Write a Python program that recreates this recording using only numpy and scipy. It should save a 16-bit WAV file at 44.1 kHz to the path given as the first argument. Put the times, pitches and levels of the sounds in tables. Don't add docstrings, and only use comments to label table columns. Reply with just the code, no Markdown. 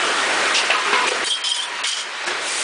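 import sys
import numpy as np
from scipy import signal
from scipy.fft import rfft, irfft
from scipy.io import wavfile
from scipy.ndimage import uniform_filter1d

SR = 44100
rng = np.random.default_rng(int(sys.argv[2]) if len(sys.argv) > 2 else 0)


def dump(signal):
    limited = np.clip(np.atleast_2d(signal).T, -1, 1)
    pcm = np.round(limited * 32767).astype(np.int16)
    wavfile.write(sys.argv[1], SR, pcm)


def ratio(d):
    e = np.asarray(d, float) / 20
    return 10 ** e


N = 115983

# time in seconds, level in dB.
VALVE_LEVEL = [
    (0, -29),
    (.5, -28.5),
    (.8, -33),
    (1.2, -35.5),
    (2.1, -71),
    (2.4, -34.5),
    (2.48, -22),
    (2.63, -20),
]
# frequency in Hz, density in dB per Hz.
VALVE_COLOUR = [(2500, 0.5), (6000, 1), (10300, 1)]

# time in seconds, roar level in dB, weight of the low rumble in dB.
PUMP_EFFORT = [(0, -22, -7), (0.451, -21, -5.5), (0.671, -22.5, -10), (.9, -24, -12), (1.241, -23.5, -5.5),
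               (1.25, -28.5, -14), (1.42, -30.5, -14.5), (1.52, -32.5, -17.5), (1.7, -30, -10.5),
               (1.83, -27, -11.5), (1.86, -29, -22), (2.05, -31, -15), (2.24, -27, -12.5),
               (2.3, -25.5, -8.5), (2.63, -29.5, -8)]
# frequency in Hz, density in dB per Hz.
ROAR_COLOUR = [(25, -33), (90, -24), (154, -19), (374, -1.5), (797, -2.5), (1500, 0), (2500, -3),
               (4000, -9), (10400, -23)]
# frequency in Hz, level in dB re the roar.
PISTON_WHINE = [(372, -31), (619, -26), (1885, -14.5), (117, -40.5), (58.3, -56)]
RUMBLE_HZ, PATCH_DB, FLICKER_DB = 707, 1.5, 0.07

# start in seconds,
# level in dB, length in seconds, centre in Hz.
SCRAPES_AND_THUMPS = [(.004, -29.5, 0.1, 2930), (0.544, -22.5, .05, 2730), (0.547, -28, .04, 3630),
                      (0.542, -26.5, 0.056, 5000), (0.701, -19.5, 0.014, 2700), (0.7, -21.5, 0.013, 654),
                      (1.059, -28, 0.013, 430), (1.078, -21, .008, 2570), (1.113, -21.5, 0.0073, 452),
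                      (1.082, -22.5, .005, 490), (1.838, -22.5, 0.0062, 3230), (1.842, -29, 0.019, 2200)]
SCRAPE_WIDTH, SCRAPE_T60 = 0.11, 0.14
# time in seconds, level in dB.
BEAM_GROAN = [
    (1.25, -55),
    (1.3, -43.5),
    (1.7, -40),
    (1.82, -34),
    (1.85, -45.5),
    (2.15, -42),
    (2.3, -63),
]
GROAN_HZ = 969

# start in seconds, level in dB, length in seconds, pitch factor.
FRAME_KNOCKS = [
    (0.702, -15.5, 0.0051, 1.1),
    (0.723, -27, .05, 1.03),
    (0.855, -22, 0.078, 0.89),
    (0.928, -16.5, 0.03, 1.07),
    (0.975, -24.5, 0.11, 0.99),
    (1.045, -27.5, 0.048, 0.91),
    (1.268, -26, 0.014, 1.01),
    (2.269, -22.5, 0.013, 0.78),
    (2.305, -27, .02, 0.94),
]
# frequency in Hz, level in dB, t60 in seconds.
FRAME_MODES = [(468, -8, 0.28), (619, -24, 0.12), (1000, -7, 0.11), (1231, -12, 0.057), (1437, -19.5, 0.21),
               (1637, -11.5, 0.15), (1804, -12, 0.12), (2060, -17, 0.12), (2164, -10, 0.1),
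               (2420, -11.5, 0.071), (2700, -11.5, 0.03)]
# frequency in Hz, density in dB per Hz.
THUD_COLOUR = [(250, -28), (550, -28), (1200, 13.5), (2600, 10), (4000, 5), (10000, -19)]
THUD_DB, THUD_T60 = -6, 0.18
# start in seconds, frequency in Hz, level in dB,
# length in seconds.
FRAME_HUMS = [(.702, 2700, -24, 0.014), (.74, 1262, -25, 0.046), (.75, 1020, -29, 0.085),
              (.85, 1240, -27.5, .055), (.93, 1000, -25, 0.082), (.932, 2450, -29, 0.023),
              (.935, 2150, -24, 0.026), (.955, 1232, -31, 0.018), (.975, 2140, -27, 0.02),
              (.97, 1460, -25, .03), (.995, 1250, -28, 0.028), (1.03, 979, -25, 0.024),
              (1.062, 2413, -28, 0.018), (1.066, 510, -29.5, 0.02)]

# start in seconds, crash in dB, low ring in dB, high ring in dB, length in seconds.
STRIP_CLANKS = [(0.543, -22.5, -45, -37.5, 0.034), (1.068, -27, -52, -29.5, 0.043),
                (1.244, -34.5, -28, -23, 0.012), (1.259, -34, -29.5, -43, 0.038),
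                (1.299, -34.5, -35.5, -31, 0.041), (1.438, -27, -31, -33.5, 0.032),
                (1.489, -37, -28, -27, 0.0086), (1.499, -38, -26, -43, 0.022),
                (1.544, -33.5, -33.5, -31.5, 0.041), (1.598, -45, -31.5, -39, 0.015),
                (1.622, -45, -29.5, -34, 0.0093), (1.835, -26.5, -37, -34, 0.027),
                (1.867, -28.5, -39, -29.5, 0.027), (1.913, -32.5, -47, -45, 0.041),
                (1.969, -32.5, -31, -36.5, 0.048), (2.266, -29, -37, -36, 0.011)]
# frequency in Hz, level in dB, t60 in seconds.
STRIP_LOW_MODES = [(2760, -34, 0.051), (3000, -8, 0.37), (3140, -7.5, 0.17), (3212, -5, 0.26),
                   (3455, -32, 0.18)]
# frequency in Hz, level in dB, t60 in seconds.
STRIP_HIGH_MODES = [(3820, -1.5, 0.22), (4100, -10.5, 0.25), (4572, -4.5, 0.29), (4900, -3, 0.14),
                    (5100, -2, 0.075), (5600, -3.5, 0.08), (6900, 0, .05), (8500, -5.5, 0.033),
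                    (9300, -1, 0.061), (10070, 0, 0.055)]
# frequency in Hz, density in dB per Hz.
CRASH_COLOUR = [(1200, -22), (2500, 1), (3500, 2), (5500, 4.5), (7500, -0.5), (10500, -12.5)]
# frequency in Hz, density in dB per Hz.
SIZZLE_COLOUR = [(3500, -29), (5500, -3), (7000, -8), (8500, 6), (10500, 2)]
CRASH_T60, SIZZLE_DB, SIZZLE_T60 = 0.24, 1, 0.26
STRIP_DETUNE = .0015
# start in seconds, frequency in Hz, level in dB,
# length in seconds.
STRIP_SONG = [(1.068, 6160, -33, 0.016), (1.084, 5850, -25, 0.01), (1.083, 7800, -27.5, 0.0046),
              (1.244, 8500, -29.5, .01), (1.256, 3140, -29.5, 0.02), (1.259, 6900, -35, .013),
              (1.261, 9330, -37, 0.018), (1.262, 4572, -31, 0.024), (1.264, 5600, -38, 0.025),
              (1.287, 9300, -39, .025), (1.292, 8400, -37, .02), (1.299, 3230, -23.5, 0.05),
              (1.303, 3480, -30, 0.026), (1.305, 3040, -31, .03), (1.328, 5140, -37, 0.042),
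              (1.338, 3216, -30.5, .035), (1.34, 4550, -40, .025), (1.385, 3170, -33, 0.048),
              (1.439, 5110, -27.5, 0.032), (1.439, 3080, -27, 0.013), (1.44, 3455, -32, .035),
              (1.446, 3880, -37, 0.045), (1.467, 3030, -30, 0.017), (1.469, 3150, -17, 0.0068),
              (1.492, 3772, -31, 0.018), (1.505, 3190, -22, 0.022), (1.512, 5059, -29.5, 0.027),
              (1.54, 3440, -32, 0.029), (1.54, 2980, -34, 0.055), (1.565, 3190, -37, 0.016),
              (1.589, 3134, -27, 0.012), (1.62, 3470, -31, 0.025), (1.862, 3190, -35, .02),
              (1.85, 3015, -28, 0.023), (1.878, 3205, -31, 0.061), (1.878, 3010, -32, 0.073),
              (1.85, 4690, -37, 0.1), (1.965, 3007, -35, 0.062), (1.968, 3212, -37, 0.077)]

RATTLE_PER_S, SPREAD_DB, RATTLE_SHARE = 1000, 7, 0.57
STRIKE = 1
SING_T60, SING_RISE_S, WAVER_DB, WAVER_RAD = .07, .0025, 2.8, .55

# start in seconds,
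# length in seconds, depth in dB.
LEVEL_DIPS = [
    (0.547, 0.03, -2.5),
    (1.085, 0.019, -9),
    (1.244, 0.022, -8),
    (1.285, 0.074, -7),
    (1.421, 0.013, -2),
    (1.488, 0.076, -3.5),
    (1.824, 0.0077, -1),
    (1.868, 0.091, -2.5),
]
# start in seconds, length in seconds, from Hz, to Hz.
TREBLE_GAPS = [(.524, .016, 4700, 5300), (.528, .008, 5300, 6900), (1.335, .03, 9700, 12000),
               (1.328, .007, 7100, 7900), (1.341, .006, 6200, 7900), (1.253, .005, 4800, 9500),
               (1.42, .018, 4800, 12000), (1.522, .011, 6200, 7500), (1.662, .015, 6100, 7500),
               (1.818, .018, 4800, 12000), (1.826, .007, 2800, 4800), (2.25, .009, 5300, 12000)]
# from seconds, to seconds.
BUSY_STRETCHES = [(.62, .65), (.71, .79), (1.05, 1.13), (1.25, 1.27), (1.32, 1.37)]
HOLE_SHARE, BUSY_HOLES, HOLES_ABOVE_HZ, HOLE_DB = .065, 3.5, 4800, -26
MIC_LOW_HZ, MIC_HIGH_HZ = 224, 10010
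CHOKE_S, CHOKE_DB = 1.09, -5


def evened(x):
    return x / np.sqrt(np.mean(x ** 2) + 1e-20)


def read(points, hz):
    f, value = np.transpose(points)
    return np.interp(np.log(hz + 1), np.log(f + 1), value)


def filtered(x, points):
    hz = np.fft.rfftfreq(len(x), 1 / SR)
    return irfft(rfft(x) * ratio(read(points, hz)), len(x))


def coloured(x, points):
    return evened(filtered(x, points))


def burst(s, length, t60):
    t = np.arange(N) / SR - s
    return np.clip(t * 1000, 0, 1) * ratio(-60 * np.clip(t - length, 0, None) / t60)


def ring(x, hz, t60):
    r = 10 ** (-3 / (t60 * SR))
    turn = 2 * np.pi * hz / SR
    return np.sqrt(8 * (1 - r)) * signal.lfilter([np.sin(turn)], [1, -2 * r * np.cos(turn), r * r], x)


def rattle():
    sizes = ratio(SPREAD_DB * np.minimum(rng.exponential(1, N), 2))
    ticks = (rng.random(N) < RATTLE_PER_S / SR) * rng.choice([-1, 1], N) * sizes
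    clumps = ratio(0.8 * evened(uniform_filter1d(rng.standard_normal(N), size=300)))
    return evened(clumps * (RATTLE_SHARE * evened(ticks) + rng.standard_normal(N)))


def struck(events, modes, contact_t60, detune):
    out, shake = np.zeros(N), rattle()
    chance = rng.standard_normal((40, len(modes), 3))
    for (s, db, length, pitch), row in zip(events, chance):
        a = round(s * SR)
        drive = (shake * burst(s, length, contact_t60))[a:a + SR // 3]
        t = np.arange(len(drive)) / SR
        for (hz, mode_db, t60), (weight, shift, phase) in zip(modes, row):
            f = hz * pitch * (1 + detune * shift)
            decay = np.minimum(t / .003, 1) * ratio(-60 * t / t60)
            blow = STRIKE * decay * np.sin(2 * np.pi * (f * t + phase))
            level = ratio(db + mode_db + 2.0 * np.clip(weight, -1.5, 1.5))
            out[a:a + SR // 3] += level * (ring(drive, f, t60) + blow)
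    return out


def singing(notes):
    out = np.zeros(N)
    waver = evened(uniform_filter1d(rng.standard_normal((60, SR // 5)), size=250))
    t = np.arange(SR // 5) / SR
    for (s, hz, db, length), w in zip(notes, waver):
        part = out[round(s * SR):][:len(t)]
        shape_db = db + WAVER_DB * w - 60 * np.clip(t - length, 0, None) / SING_T60
        swell = np.sqrt(2) * np.minimum(t / SING_RISE_S, 1) * ratio(shape_db)
        tone = swell * np.sin(2 * np.pi * hz * t + WAVER_RAD * w[::-1])
        part += tone[:len(part)]
    return out


def valve():
    level = ratio(np.interp(np.arange(N) / SR, *np.transpose(VALVE_LEVEL)))
    return level * coloured(rng.standard_normal(N), [(900, -41), *VALVE_COLOUR])


def pump():
    frames, hz = N // 128 + 6, np.fft.rfftfreq(512, 1 / SR)
    a, b, patches = rng.standard_normal((frames, 257, 3)).T
    patches = evened(uniform_filter1d(uniform_filter1d(patches, size=4, axis=0), size=16, axis=1))
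    flicker = evened(uniform_filter1d(rng.standard_normal(frames), size=5))
    s, level_db, low_db = np.transpose(PUMP_EFFORT)
    load_db = np.interp(np.arange(frames) * 128 / SR, s, low_db + 5.5)
    rumble_db = load_db / (1 + (hz[:, None] / RUMBLE_HZ) ** 4)
    z = (a + 1j * b) * ratio(PATCH_DB * patches + FLICKER_DB * flicker)
    even = signal.istft(z, nperseg=512, noverlap=384)[1]
    loaded = signal.istft(z * ratio(rumble_db), nperseg=512, noverlap=384)[1][:N]
    roar = filtered(loaded / np.std(even), ROAR_COLOUR)

    t = np.arange(N) / SR
    drift = rng.standard_normal((len(PISTON_WHINE), N))
    drift = evened(uniform_filter1d(uniform_filter1d(drift, size=3000), size=3000))
    whine = np.zeros(N)
    for (f, db), d in zip(PISTON_WHINE, drift):
        follow_db = (f < RUMBLE_HZ) * np.interp(t, s, low_db + 7.5)
        phase = 2 * np.pi * np.cumsum(f * (1 + 0.0019 * d)) / SR
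        whine += ratio(db + 0.65 * d + follow_db) * np.sin(phase)
    return ratio(np.interp(t, s, level_db) + 2.0) * (roar / np.std(roar[:SR // 2]) + whine)


def blade():
    noise, out = rattle(), np.zeros(N)
    for s, db, length, hz in SCRAPES_AND_THUMPS:
        below, above = hz * (1 - SCRAPE_WIDTH), hz * (1 + SCRAPE_WIDTH)
        resonance = [(hz / 2, -50), (below, -6), (hz, 0), (above, -6), (hz * 2, -50)]
        out += ratio(db) * burst(s, length, SCRAPE_T60) * coloured(noise, resonance)
    groan = evened(ring(rng.standard_normal(N), GROAN_HZ, 0.12))
    return out + ratio(np.interp(np.arange(N) / SR, *np.transpose(BEAM_GROAN))) * groan


def frame():
    thud = sum(ratio(db + THUD_DB) * burst(s, length, THUD_T60) for s, db, length, _ in FRAME_KNOCKS)
    knocks = ratio(-5.0) * struck(FRAME_KNOCKS, FRAME_MODES, 0.01, 0.0061)
    return knocks + thud * coloured(rattle(), THUD_COLOUR)


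def strip():
    crash, sizzle = np.zeros(N), np.zeros(N)
    low_hits, high_hits = [], []
    for s, crash_db, low_db, high_db, length in STRIP_CLANKS:
        crash += ratio(crash_db) * burst(s, length, CRASH_T60)
        sizzle += ratio(high_db + SIZZLE_DB) * burst(s, length, SIZZLE_T60)
        low_hits.append((s, low_db, length, 1))
        high_hits.append((s, high_db - 12, length, 1))
    low = struck(low_hits, STRIP_LOW_MODES, 0.017, STRIP_DETUNE)
    high = struck(high_hits, STRIP_HIGH_MODES, 0.016, STRIP_DETUNE)
    noise = crash * coloured(rattle(), CRASH_COLOUR) + sizzle * coloured(rattle(), SIZZLE_COLOUR)
    return noise + low + high


def scene():
    t = np.arange(N) / SR
    duck_db = np.zeros(N)
    for s, length, db in LEVEL_DIPS:
        duck_db += db * np.clip((t - s) / 0.0049, 0, 1) * np.clip(1 - (t - s - length) / 0.0052, 0, 1)
    since = t - CHOKE_S
    choke_db = CHOKE_DB * np.clip(since / .004, 0, 1) * np.clip(1 - since / 0.081, 0, 1)
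    low_cut = signal.butter(3, MIC_LOW_HZ, "high", fs=SR, output="sos")
    body = signal.sosfilt(low_cut, frame() + singing(FRAME_HUMS))
    metal = signal.sosfilt(low_cut, strip() + singing(STRIP_SONG) + blade())
    mix = valve() + ratio(duck_db) * (pump() + body) + ratio(choke_db) * metal
    return np.array([mix, mix])


def top_cut(x):
    return signal.sosfilt(signal.butter(12, 11070, fs=SR, output="sos"), x)


def record(dry):
    hz, t, z = signal.stft(dry, SR, nperseg=256, noverlap=224)
    high = hz[:, None]
    gap = np.zeros((len(hz), len(t)))
    for s, length, lo_hz, hi_hz in TREBLE_GAPS:
        gap += (abs(t - s - length / 2) < length / 2) * (high > lo_hz) * (high < hi_hz)
    busy = sum((t > a) * (t < b) for a, b in BUSY_STRETCHES)
    share = HOLE_SHARE * (1 + BUSY_HOLES * busy)
    cells = np.kron(rng.random((len(hz) // 3 + 1, len(t) // 7 + 1)), np.ones((3, 7)))
    holes = cells[:len(hz), :len(t)] < share
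    cut_db = -45 * np.minimum(gap, 1) + HOLE_DB * holes * (high > HOLES_ABOVE_HZ)
    x = signal.istft(z * ratio(cut_db), SR, nperseg=256, noverlap=224)[1][:, :N]
    band_limit = signal.firwin(511, MIC_HIGH_HZ, window=("kaiser", 9), fs=SR)
    x = signal.oaconvolve(x, band_limit[None], "same")
    return top_cut(x)


dry = scene()
out = record(dry)
dump(out)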